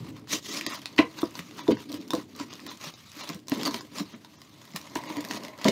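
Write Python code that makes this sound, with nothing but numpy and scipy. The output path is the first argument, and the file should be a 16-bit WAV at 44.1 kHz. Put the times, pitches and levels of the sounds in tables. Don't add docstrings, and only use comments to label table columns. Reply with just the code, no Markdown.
import sys
import numpy as np
from scipy import signal
from scipy.fft import rfft, irfft, next_fast_len
from scipy.io import wavfile
from scipy.ndimage import uniform_filter1d, map_coordinates

SR = 44100
rng = np.random.default_rng(int(sys.argv[2]) if len(sys.argv) > 2 else 0)


def dump_mix(stems):
    frames = np.atleast_2d(stems).T
    limited = np.clip(frames, -1, 1)
    pcm = np.round(limited * 32767).astype(np.int16)
    wavfile.write(sys.argv[1], SR, pcm)


def nominal_scale(level):
    x = np.asarray(level, float) / 20
    return 10 ** x


N = 251811

# frequency in Hz, density in dB per Hz.
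FIZZ = [(6500, -25.5), (7700, -3.5), (11000, -6), (14000, -2.5), (15600, -7.5), (16600, -14), (17500, -60)]
# frequency in Hz, density in dB per Hz.
CRACK = [(500, -4), (1500, -4.5), (2200, -5.5), (4500, -0.5), (6800, -3), (8000, -12), (9500, -55)]
# start in seconds, peak in dB, pitch in Hz, t60 in seconds, wall modes in dB.
POPS = [(0.99, -2.5, 312.5, 0.057, -18), (1.2305, -6.5, 321, 0.031, -19.5), (1.684, -7, 322, 0.053, -13),
        (1.685, -15.5, 425, 0.099, -9.5), (1.707, -19, 392, 0.039, -20), (1.719, -12.5, 285, 0.058, -19),
        (2.134, -12, 314, 0.042, -10), (3.518, -11, 280, 0.046, -12), (3.674, -17, 286, 0.066, -14),
        (4.003, -20.5, 289, 0.065, -13.5), (4.96, -15.5, 313, 0.031, -23), (5.653, -11.5, 230, 0.041, -2),
        (5.669, -6.5, 257, 0.033, -31), (5.682, -13.5, 226, 0.048, -0.5)]
# start in seconds, peak in dB, pitch in Hz, wall modes in dB.
DIMPLES = [(0.351, -29.5, 316, -10), (0.665, -26.5, 317, -10.5), (1.038, -31, 467, -11),
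           (1.392, -30, 179, -14), (1.902, -30, 273, -10.5), (1.936, -24, 296, -11.5),
           (2.174, -26, 305, -14), (2.403, -24.5, 286, -17.5), (2.866, -34.5, 166, -16),
           (3.295, -29.5, 302, -6), (3.3, -30.5, 168, -38), (3.351, -30.5, 190, -14),
           (3.559, -30.5, 282, -18), (3.652, -23.5, 305, -21), (3.74, -28.5, 230, -6),
           (4.006, -22, 191.5, -15), (4.135, -36, 225, -13), (4.742, -30, 184, -11.5),
           (5.081, -32, 307, -22), (5.1, -28.5, 307, -6), (5.168, -23, 288, -26), (5.182, -24.5, 296, -12),
           (5.302, -27.5, 293, -11), (5.435, -39, 570, -2), (5.484, -39.5, 616, -7.5),
           (5.244, -36.5, 189, 0), (1.688, -17.5, 502, -31), (1.7067, -15.5, 224, -25)]


def unit(x):
    return x / np.sqrt(np.mean(x ** 2, axis=-1, keepdims=True) + 1e-20)


def along(points, hz):
    f, v = np.transpose(points)
    return np.interp(np.log(hz + 1), np.log(f + 1), v)


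def wobble(rate):
    knots = rng.standard_normal(int(N * rate / SR) + 4)
    return map_coordinates(knots, [np.arange(N) * rate / SR])


def filtered(x, response):
    m = next_fast_len(x.shape[-1] + SR // 4)
    return irfft(rfft(x, m) * response(np.fft.rfftfreq(m, 1 / SR)), m)[..., :x.shape[-1]]


def modes(table):
    def resonator(f, centre, width):
        return 1j * f * width / (centre * centre - f * f + 1j * f * width)

    return lambda f: sum((-1) ** k * nominal_scale(db) * resonator(f, centre, width)
                         for k, (centre, width, db) in enumerate(table))


def colour(points):
    return lambda f: nominal_scale(along(points, f))


def place(out, s, sound):
    out[round(s * SR):][:len(sound)] += sound


def room_tone():
    # frequency in Hz, density in dB per Hz.
    air = [(15, -74.5), (25, -69), (92, 4.5), (293, -3), (420, -16.5), (796, -15.5), (1040, -43),
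           (1610, -24), (4740, -29), (14400, -44), (16000, -40)]
    return nominal_scale(-56) * unit(filtered(rng.standard_normal(N), colour(air)))


def shuffle():
    t = np.arange(N) / SR
    level = nominal_scale(-36.5 - 60 * t / 0.9) + nominal_scale(-59)
    for s, db, *_ in POPS + DIMPLES:
        if db > -31:
            after = np.maximum(t - s, 0)
            level += nominal_scale(-38.5 + 0.57 * (db - 4) - 60 * after / 0.33) * (1 - np.exp(-after / 0.0036))
    desk = filtered(rng.standard_normal(N), modes([(121.5, 68, 0)]))
    return level * unit(filtered(desk, modes([(100, 144, 0)])))


def strokes():
    # start in seconds, length in seconds, rub in dB, fizz in dB.
    wipes = [(0.023, 0.093, -55, -17), (0.135, 0.059, -56, -24), (0.269, 0.14, -31.5, -15.5),
             (0.303, 0.065, -24, -15), (0.404, 0.23, -33.5, -14.5), (0.692, 0.071, -38.5, -9.5),
             (0.973, 0.033, -37, -44), (1, 0.033, -40, -43), (1.164, 0.051, -40.5, -13),
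             (1.209, 0.016, -39, -2.5), (1.346, 0.071, -55.5, 2), (1.535, 0.13, -45.5, -17),
             (1.698, 0.036, -36.5, -16), (1.77, 0.079, -46.5, -13), (1.881, 0.11, -49.5, -8.5),
             (2.018, 0.017, -57, -20), (2.137, 0.094, -44, -19), (2.343, 0.11, -40.5, -17.5),
             (2.48, 0.08, -50, -30), (2.651, 0.11, -40.5, -15), (2.793, 0.12, -37.5, -17),
             (3.111, 0.16, -45.5, -12), (3.27, 0.043, -43, -15), (3.265, 0.13, -46.5, -26),
             (3.473, 0.095, -43.5, -9), (3.647, 0.043, -34.5, -11), (3.704, 0.13, -42, -11),
             (3.8, 0.43, -60.5, -17), (3.926, 0.11, -39, -13.5), (4.088, 0.1, -62, -14),
             (4.747, 0.036, -38, -19), (4.939, 0.058, -38.5, -12), (5.026, 0.14, -46, -12),
             (5.153, 0.088, -45, -16), (5.283, 0.11, -35.5, -17), (5.396, 0.089, -48.5, -12),
             (5.56, 0.14, -45, -19), (5.635, 0.067, -30.5, -20)]
    out = np.zeros((3, N + SR))
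    for s, length, db, fizz_db in wipes:
        u = np.linspace(0, 1, round(length * SR))
        press = nominal_scale(db) * np.sin(np.pi * u ** 1.14) ** 1.16
        bright = np.clip(.44 + 1.2 * length + .015 * (db + 44.5), .02, .98)
        parts = np.array([[1 - bright], [bright], [nominal_scale(fizz_db)]])
        out[:, round(s * SR):][:, :len(u)] += press * parts
    return out[:, :N]


def patches(x, depth_db):
    z = signal.stft(x, nperseg=256)[2]
    field = uniform_filter1d(rng.standard_normal(z.shape), size=4, axis=0)
    field = uniform_filter1d(field, size=10, axis=1)
    return signal.istft(z * nominal_scale(depth_db * field / field.std()), nperseg=256)[1][:N]


def rubbing():
    # time in seconds, slide in dB, squeeze in dB, grip near the neck in dB.
    motion = [(0.0, -53.5, -42, -56), (0.27, -65, -50.5, -62), (0.4, -71, -65, -85), (0.518, -43, -44, -46),
              (0.74, -42.5, -50.5, -49.5), (0.92, -57.5, -54, -57), (1.3, -48.5, -49.5, -53),
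              (1.85, -53.5, -46.5, -64), (2.13, -57.5, -44, -56), (3.05, -52, -62.5, -71),
              (3.27, -45, -53.5, -45), (3.46, -70, -52, -70), (3.62, -38.5, -32, -36),
              (3.83, -57, -48, -59.5), (4.45, -58.5, -60, -62.5), (4.88, -51.5, -55.5, -50.5),
              (5.05, -51.5, -41, -42), (5.61, -57.5, -54, -45)]
    # frequency in Hz, density in dB per Hz.
    rub = [(290, -54), (500, -1), (759, -6), (1170, 7.5), (1510, -2.5), (1940, -0.5), (3270, 0.5),
           (3990, 2), (6800, -3.5), (8000, -15.5), (10400, -29), (17600, -120)]
    # frequency in Hz, width in Hz, level in dB.
    belly_modes = [(189.5, 48, -6.5), (304, 31.7, 0), (427, 16.4, -9), (506, 50, -18.5)]
    upper_modes = [(570, 167, 3.5), (1026, 200, 4.5), (2065, 410, 0.5)]
    shell_modes = [(1924, 120, 4.5), (3990, 97, -4), (5240, 110, -1), (6150, 640, 4.5)]
    s, *cols = np.transpose(motion)
    rub_db, hum_db, hollow_db = [np.interp(np.arange(N) / SR, s, c) for c in cols]
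    dull, bright, fine = strokes()
    grip = 1.2 * wobble(22) + 2 * wobble(140)

    ticks = (rng.random(N) < 300 / SR) * nominal_scale(np.minimum(3 * rng.exponential(size=N), 6))
    catch = 1 + .6 * uniform_filter1d(ticks, size=12) * 12
    drive = catch * rng.standard_normal((4, N))

    def low_colour(f):
        return colour(rub)(f) / (1 + (f / 3500) ** 4) / (1 + (900 / (f + 1)) ** 2)

    def high_colour(f):
        return colour(rub)(f) * (1 - 1 / (1 + (f / 2600) ** 4))

    light = 0.68 * nominal_scale(rub_db)
    hiss = (light + 1.53 * dull) * unit(filtered(drive[0], low_colour))
    hiss += (light + 0.78 * bright) * unit(filtered(drive[3], high_colour))
    fizz_db = -62 + 0.82 * (rub_db + 57)
    fizz = (nominal_scale(fizz_db - 6.5) + fine) * unit(filtered(drive[1], colour(FIZZ)))
    shell = nominal_scale(-26) * (bright / nominal_scale(-23)) ** 1.54 * unit(filtered(drive[0], modes(shell_modes)))

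    hollow = unit(filtered(drive[2], lambda f: modes(upper_modes)(f) ** 2))
    hollow *= (nominal_scale(hollow_db - 6.5) + nominal_scale(-4.5) * dull) * nominal_scale(1.6 * grip)
    push = nominal_scale(2.6 * wobble(25) + 1.2 * wobble(7)) * rng.standard_normal(N)
    hum = unit(filtered(filtered(push, modes(belly_modes)), modes([(307, 1250, 0)])))
    hum *= (nominal_scale(hum_db) + nominal_scale(0.5) * dull) * nominal_scale(0.21 * grip)
    return nominal_scale(grip - 3.5) * patches(hiss + fizz + shell, depth_db=2.5) + hollow + hum


def pricks():
    # start in seconds, peak in dB, fizz in dB.
    clicks = [(0.092, -43, -3), (0.1963, -48, -8), (0.326, -30, 6), (1.204, -45, 4), (1.24, -38, -6),
              (1.309, -39, -4), (1.9274, -28.5, -13), (2.079, -37.5, -10), (2.3632, -36, -7),
              (2.4127, -37, -22), (2.537, -32.5, -15), (2.6022, -38, -20), (2.7737, -39, -10),
              (3.118, -37, -11), (3.171, -34, -9), (3.2913, -27, -8), (3.4, -47, -7), (3.497, -28.5, 3),
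              (3.5827, -38, -4), (4.1272, -50, -7), (4.3365, -57, -12), (4.3977, -69, -10),
              (4.717, -42, -14), (4.7505, -42, -6), (4.7673, -31, -4), (4.8685, -43, -15),
              (4.8988, -39, -23), (4.9549, -22.5, -15), (5.02, -42, -11), (5.0376, -39, -8),
              (5.2743, -38, -4), (5.2997, -34, -7), (5.3147, -27, -17), (5.336, -25, -8), (5.357, -35, -6),
              (5.578, -41, -7), (5.619, -35, -14)]
    out, t = np.zeros(N + SR), np.arange(SR // 40) / SR
    noise = rng.standard_normal((len(clicks), 2, len(t)))
    body = unit(filtered(noise[:, 0], lambda f: colour(CRACK)(f) / (1 + (2500 / (f + 1)) ** 4)))
    fizz = unit(filtered(noise[:, 1], colour(FIZZ)))
    for (s, db, fizz_db), a, b in zip(clicks, body, fizz):
        place(out, s, nominal_scale(db - 60 * t / 0.0037) * (a + nominal_scale(fizz_db) * b))
    return out[:N]


def snaps():
    # start in seconds, peak in dB, fizz in dB, hollow air in dB.
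    neck = [(0.166, -39, -11, -11), (0.5472, -21.5, -15, -28), (0.6105, -21.5, -6, -27),
            (0.6644, -15, -6.5, -11), (0.9888, -6, -48, -46), (1.2315, -51, -34, -1),
            (1.3912, -20.5, -19, -13), (1.7702, -30.5, -15, -2), (2.5946, -32.5, -32, -9),
            (2.6658, -27.5, -6, -5.5), (2.7148, -36.5, -32, 7), (3.2989, -24.5, -11, -1),
            (3.498, -42, 0, 1), (3.5183, -18.5, -20, -4), (3.7436, -18.5, -11.5, -4), (4.417, -34, -7, -8),
            (4.761, -19.5, -3.5, -7.5), (4.9574, -18.5, -36, 4), (5.037, -31, -23, 3.5),
            (5.1017, -27.5, -13, 2), (5.1682, -26.5, -6, -7), (5.249, -24, -8, -23),
            (5.3099, -18.5, -12, -4), (5.449, -25.5, -10, -17), (5.6139, -28.5, -14, 1),
            (5.6758, -21, -19, -4), (5.6826, -7.5, -19, -13)]
    waist = [(0.2937, -29, -11, -25), (0.3176, -28, 0, -27), (0.817, -32, -8, -28),
             (0.8572, -25.5, -18, -10.5), (1.218, -29.5, -12, -3), (1.679, -23, -16, -1),
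             (1.707, -30, -33, 7.5), (1.719, -20, -40, -29), (1.8032, -35.5, -5, -7),
             (1.9182, -29, -4, -28), (1.942, -27, -8, -24), (2.1055, -19, -6, -5.5), (2.1343, -20.5, -5, 4),
             (2.529, -29.5, -17, -16), (2.5539, -32, -12, -19), (3.346, -33.5, -1, -23),
             (3.558, -27, -22, -3), (3.6126, -24, -13, -24), (3.632, -22, -10, -9), (3.709, -24, -11, -10),
             (4.247, -35, -12, -1), (4.6162, -36, -13, -12), (4.8134, -31, -9, -18),
             (5.435, -27.5, -11, -15), (5.644, -14.5, -13.5, -16)]
    ribs = [(0.5728, -26, -21, -29), (0.9628, -32, -12, -11), (0.976, -35, -6, -7),
            (1.188, -26.5, -2, -3.5), (1.3532, -25.5, -22, -5), (1.5921, -27, -33, 3.5),
            (2.083, -36, -6, -12), (2.1506, -23, -9, -25), (2.3986, -26.5, -16, 3), (3.274, -31, -11, -30),
            (3.391, -42, -8, -16), (3.471, -40, -6, -24), (3.4827, -24, -5, -11), (3.6523, -14, -15, -12),
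            (3.677, -19, -17, -0.5), (3.808, -30, -4.5, -1), (3.984, -20, -12, -8), (4.897, -43, -22, -23),
            (5.2071, -28, -4, -10)]
    # start in seconds, peak in dB, ring in Hz, fizz in dB.
    small = [(0.273, -37, 1300, -18), (0.4334, -43, 5000, -12), (0.4636, -33, 2760, -16),
             (0.515, -25, 4060, -5), (0.927, -38, 4000, -15), (1.5105, -33, 1880, -16),
             (1.8937, -37, 4700, 0), (2.0128, -36, 3540, -12), (2.3506, -36.5, 4550, -19),
             (2.8015, -49, 4390, -17), (2.812, -31, 4470, -19), (2.9388, -32.5, 4020, -15),
             (2.9892, -40, 4370, -28), (3.1428, -40, 2290, -22), (3.322, -36, 4560, -16),
             (3.539, -28, 4060, -5), (3.547, -30, 4800, -4), (3.575, -38, 5960, -2),
             (3.761, -31, 6570, -12), (3.998, -24.5, 4480, -15), (4.3969, -65, 4150, -14),
             (4.6523, -38, 2200, -4), (4.7045, -40, 2140, -8), (4.7217, -40, 5700, -18),
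             (4.736, -34.5, 1900, -17), (5.0133, -36, 1680, -19), (5.242, -29, 2130, -12),
             (5.2864, -30, 5100, -8), (5.303, -32, 4470, -12), (5.4046, -38, 4720, -14),
             (5.482, -29.5, 1880, -10), (5.587, -33, 1290, -12), (5.6223, -32, 2100, -19)]
    out, t = np.zeros(N + SR), np.arange(SR // 12) / SR
    creases = [(hz, *row) for hz, part in [(1980, neck), (3555, waist), (4690, ribs)] for row in part]
    creases += [(hz, s, db, fizz_db, -41) for s, db, hz, fizz_db in small]
    noise = rng.standard_normal((len(creases), 2, len(t)))
    chance = rng.random((len(creases), 2))
    crack_decay = nominal_scale(-60 * t / 0.012) + nominal_scale(-16 - 60 * t / 0.088)
    fizz_decay = nominal_scale(-60 * t / 0.0067) + nominal_scale(-32 - 60 * t / 0.13)
    onset = 1 - np.exp(-t / 0.0004)
    for (hz, s, db, fizz_db, hollow_db), (a, b), (u, v) in zip(creases, noise, chance):
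        hz = hz * (1 + 0.13 * (2 * u - 1))
        edge = 7000 * nominal_scale(0.28 * (fizz_db + 17.5))
        crack = crack_decay * unit(filtered(a, lambda f: colour(CRACK)(f) / (1 + (f / edge) ** 4)))
        ring = np.sin(2 * np.pi * (hz * t + u)) + .6 * np.sin(2 * np.pi * (1.43 * hz * t + v))
        ring *= nominal_scale(-60 * t / .011)
        fizz = nominal_scale(fizz_db + 6) * unit(filtered(b, colour(FIZZ))) * fizz_decay
        hollow = np.sin(2 * np.pi * (940 + 140 * v) * t)
        hollow += nominal_scale(1.5 - 60 * t / 0.0079) * np.sin(2 * np.pi * 1420 * t)
        hollow *= nominal_scale(hollow_db + 4 - 60 * t / 0.028)
        place(out, s, nominal_scale(db - 8) * (crack + 1.41 * ring + fizz + hollow) * onset)
    return out[:N]


def thumps():
    # frequency in Hz, level in dB, t60 in seconds.
    wall_modes = [(205.3, -2, 0.094), (394, 5.5, 0.037), (489.8, -5.5, 0.11), (574.5, -1, 0.045),
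                  (645, -4.5, 0.078), (1005, -9.5, 0.066)]
    out, t = np.zeros(N + SR), np.arange(SR // 4) / SR
    dents = POPS + [(s, db, hz, 0.07, wall_db) for s, db, hz, wall_db in DIMPLES]
    chance = rng.standard_normal((len(dents), len(wall_modes), 2))
    push_s = 0.0032
    puff = nominal_scale(-11) * (1 - t / push_s) * np.exp(-t / push_s)
    onset = 1 - np.exp(-t / 0.0041)
    for (s, db, hz, t60, wall_db), row in zip(dents, chance):
        ring = nominal_scale(-60 * (t / t60) ** 1.38) * np.sin(2 * np.pi * hz * t)
        wall = np.zeros(len(t))
        for (f, level, life), (p, q) in zip(wall_modes, row):
            wall += nominal_scale(level + 3 * p - 60 * t / life) * np.sin(2 * np.pi * f * (1 + 0.025 * q) * t)
        place(out, s, nominal_scale(db + 1.5) * (ring + nominal_scale(wall_db) * wall - puff) * onset)
    return out[:N]


def spikes():
    # start in seconds, peak in dB, centre in Hz.
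    flips = [(0.548, -19, 4500), (0.575, -22, 5000), (0.6115, -26, 3500), (0.6652, -14, 4000),
             (0.858, -13, 4500), (4.4175, -30, 4500), (0.9898, -15, 2360), (0.992, -22, 3300),
             (0.9943, -26, 1900), (1.2329, -31, 1258), (2.107, -26, 4000), (2.665, -25, 4470),
             (3.4847, -25, 6000), (3.6333, -12, 4000), (3.743, -14, 4530), (4.761, -18, 6950),
             (4.8985, -42, 5000), (5.2063, -25, 4000), (5.2868, -30, 5000), (5.311, -21, 3500),
             (5.686, -4.5, 5500), (5.679, -22, 1500)]
    out, t = np.zeros(N + SR), np.arange(SR // 200) / SR
    for s, db, hz in flips:
        place(out, s, nominal_scale(db + 1.5) * np.sin(2 * np.pi * hz * t) * np.exp(-t * hz / 1.2 * 2))
    return out[:N]


def panels():
    # start in seconds, peak in dB, pitch in Hz, t60 in seconds.
    pings = [(0.5725, -22, 5070, 0.012), (0.611, -22, 2380, 0.01), (0.8575, -23, 4290, 0.0063),
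             (0.857, -23.5, 2530, 0.0099), (0.984, -32, 1980, 0.029), (0.988, -8.5, 2022, 0.022),
             (0.988, -14.5, 4010, 0.014), (0.9895, -6.5, 2840, 0.01), (0.993, -20.5, 660, 0.071),
             (0.994, -17, 1026, 0.058), (1.023, -29.5, 1015, 0.022), (2.137, -22.5, 496, 0.069),
             (1.218, -29, 3540, 0.011), (1.2303, -18, 1140, 0.011), (1.67, -33, 970, 0.024),
             (1.708, -28.5, 2970, 0.012), (1.72, -27, 3190, 0.016), (2.1055, -25, 3550, 0.013),
             (2.1318, -25, 1165, 0.021), (3.659, -17.5, 4600, 0.01), (4.988, -28, 980, 0.027),
             (5.65, -22, 1150, 0.022)]
    out, t = np.zeros(N + SR), np.arange(SR // 12) / SR
    rattle = unit(uniform_filter1d(rng.standard_normal((len(pings), len(t))), size=60, axis=1))
    onset = 1 - np.exp(-t / 0.0007)
    for (s, db, hz, t60), shake in zip(pings, rattle):
        rough = 1 + .6 * shake * (1 - np.exp(-t * hz / 8))
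        decay = nominal_scale(db + 2 - 60 * t / np.clip(t60, .004, .07))
        place(out, s, decay * rough * np.sin(2 * np.pi * hz * t) * onset)
    return out[:N]


def rattles():
    # start in seconds, level in dB, top in Hz, t60 in seconds.
    shivers = [
        (0.98, -21, 3530, 0.11),
        (2.134, -31, 570, 0.14),
        (3.519, -30, 970, 0.066),
        (4.957, -36, 3900, 0.04),
        (5.655, -33, 2500, 0.15),
        (2.401, -41, 320, 0.087),
        (0.991, -22, 600, 0.06),
    ]
    out, t = np.zeros(N + SR), np.arange(SR // 6) / SR
    for (s, db, hz, t60), noise in zip(shivers, rng.standard_normal((len(shivers), len(t)))):
        shiver = unit(filtered(noise, lambda f: 1 / (1 + (f / hz) ** 4) / (1 + (hz / 3 / (f + 1)) ** 4)))
        place(out, s, nominal_scale(db - 60 * t / t60) * shiver * (1 - np.exp(-t / .001)))
    return out[:N]


def room(x):
    # frequency in Hz, t60 in seconds.
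    decay = [(200, 0.19), (2000, 0.18), (8000, 0.15)]
    hz, t, z = signal.stft(rng.standard_normal(SR // 2), SR, nperseg=256)
    tail = signal.istft(z * nominal_scale(-60 * t / along(decay, hz)[:, None]), SR, nperseg=256)[1]
    return signal.fftconvolve(np.pad(x, (200, 0)), tail / np.linalg.norm(tail))[:N]


def scene():
    tone, desk, hands = room_tone(), shuffle(), rubbing()
    clicks, cracks, pops = pricks(), snaps() + spikes() + panels(), thumps()
    echo = room(nominal_scale(-12) * pops + nominal_scale(-7) * cracks + nominal_scale(-15) * hands)
    return (tone + desk + hands + clicks + cracks + pops + rattles() + echo)[None]


def starve(x, step_db):
    # frame centre in seconds, loss in dB.
    starved = [(0.516, 7), (0.649, 12), (0.682, 40), (2.688, 40), (4.376, 20), (0.727, 12), (0.772, 9),
               (1.196, 19), (1.621, 17), (1.731, 15), (1.773, 12), (1.895, 9), (1.988, 11), (2.415, 4),
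               (2.498, 9), (2.949, 11), (3.224, 16), (3.802, 16), (4.143, 22), (5.079, 15), (5.189, 11)]
    out, size = x.copy(), round(SR * 2048 / 48000)
    arch = np.sin(np.pi * (np.arange(size) + .5) / size)
    hz = np.fft.rfftfreq(size, 1 / SR)
    for s, loss_db in starved:
        start = round(s * SR) - size // 2
        at = slice(start, start + size)
        severe = loss_db > 35
        w = np.minimum(arch * (1.06 if severe else 1), 1)
        z = rfft(w * x[:, at])
        middle = np.sqrt(np.mean(np.abs(z[:, (hz > 1500) & (hz < 7000)]) ** 2))
        step = nominal_scale(step_db - 4.1 * (hz > 5000) + 0.23 * loss_db * (hz > 7500)) * middle
        lost = (np.abs(z) < step) & (hz > 1200) | (hz > 8000) & severe
        change = np.where(lost, nominal_scale(-loss_db) - 1, 0.2 * (hz > 1200))
        out[:, at] += w * irfft(z * change, size)
    return out


def band_limit(x):
    return signal.sosfilt(signal.butter(12, 16660, fs=SR, output="sos"), x)


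def record(dry):
    sudden = [
        0.858,
        2.1066,
        2.666,
        3.261,
        3.484,
        4.417,
        4.762,
        4.96,
        5.683,
    ]
    heard = filtered(dry, lambda f: (1j * f / (70 + 1j * f)) ** 3 * (f < 16600))
    squeezed = heard / (1 + np.abs(heard / .62) ** 4) ** (1 / 4)
    heard = starve(squeezed, step_db=0.5)
    narrow = filtered(heard, lambda f: np.clip((15900 - f) / 300, 0, 1))
    opened = sum(np.exp(-((np.arange(N) / SR - s) / .004) ** 2) for s in sudden)
    return band_limit(narrow + opened * (heard - narrow))


dry = scene()
out = record(dry)
dump_mix(out)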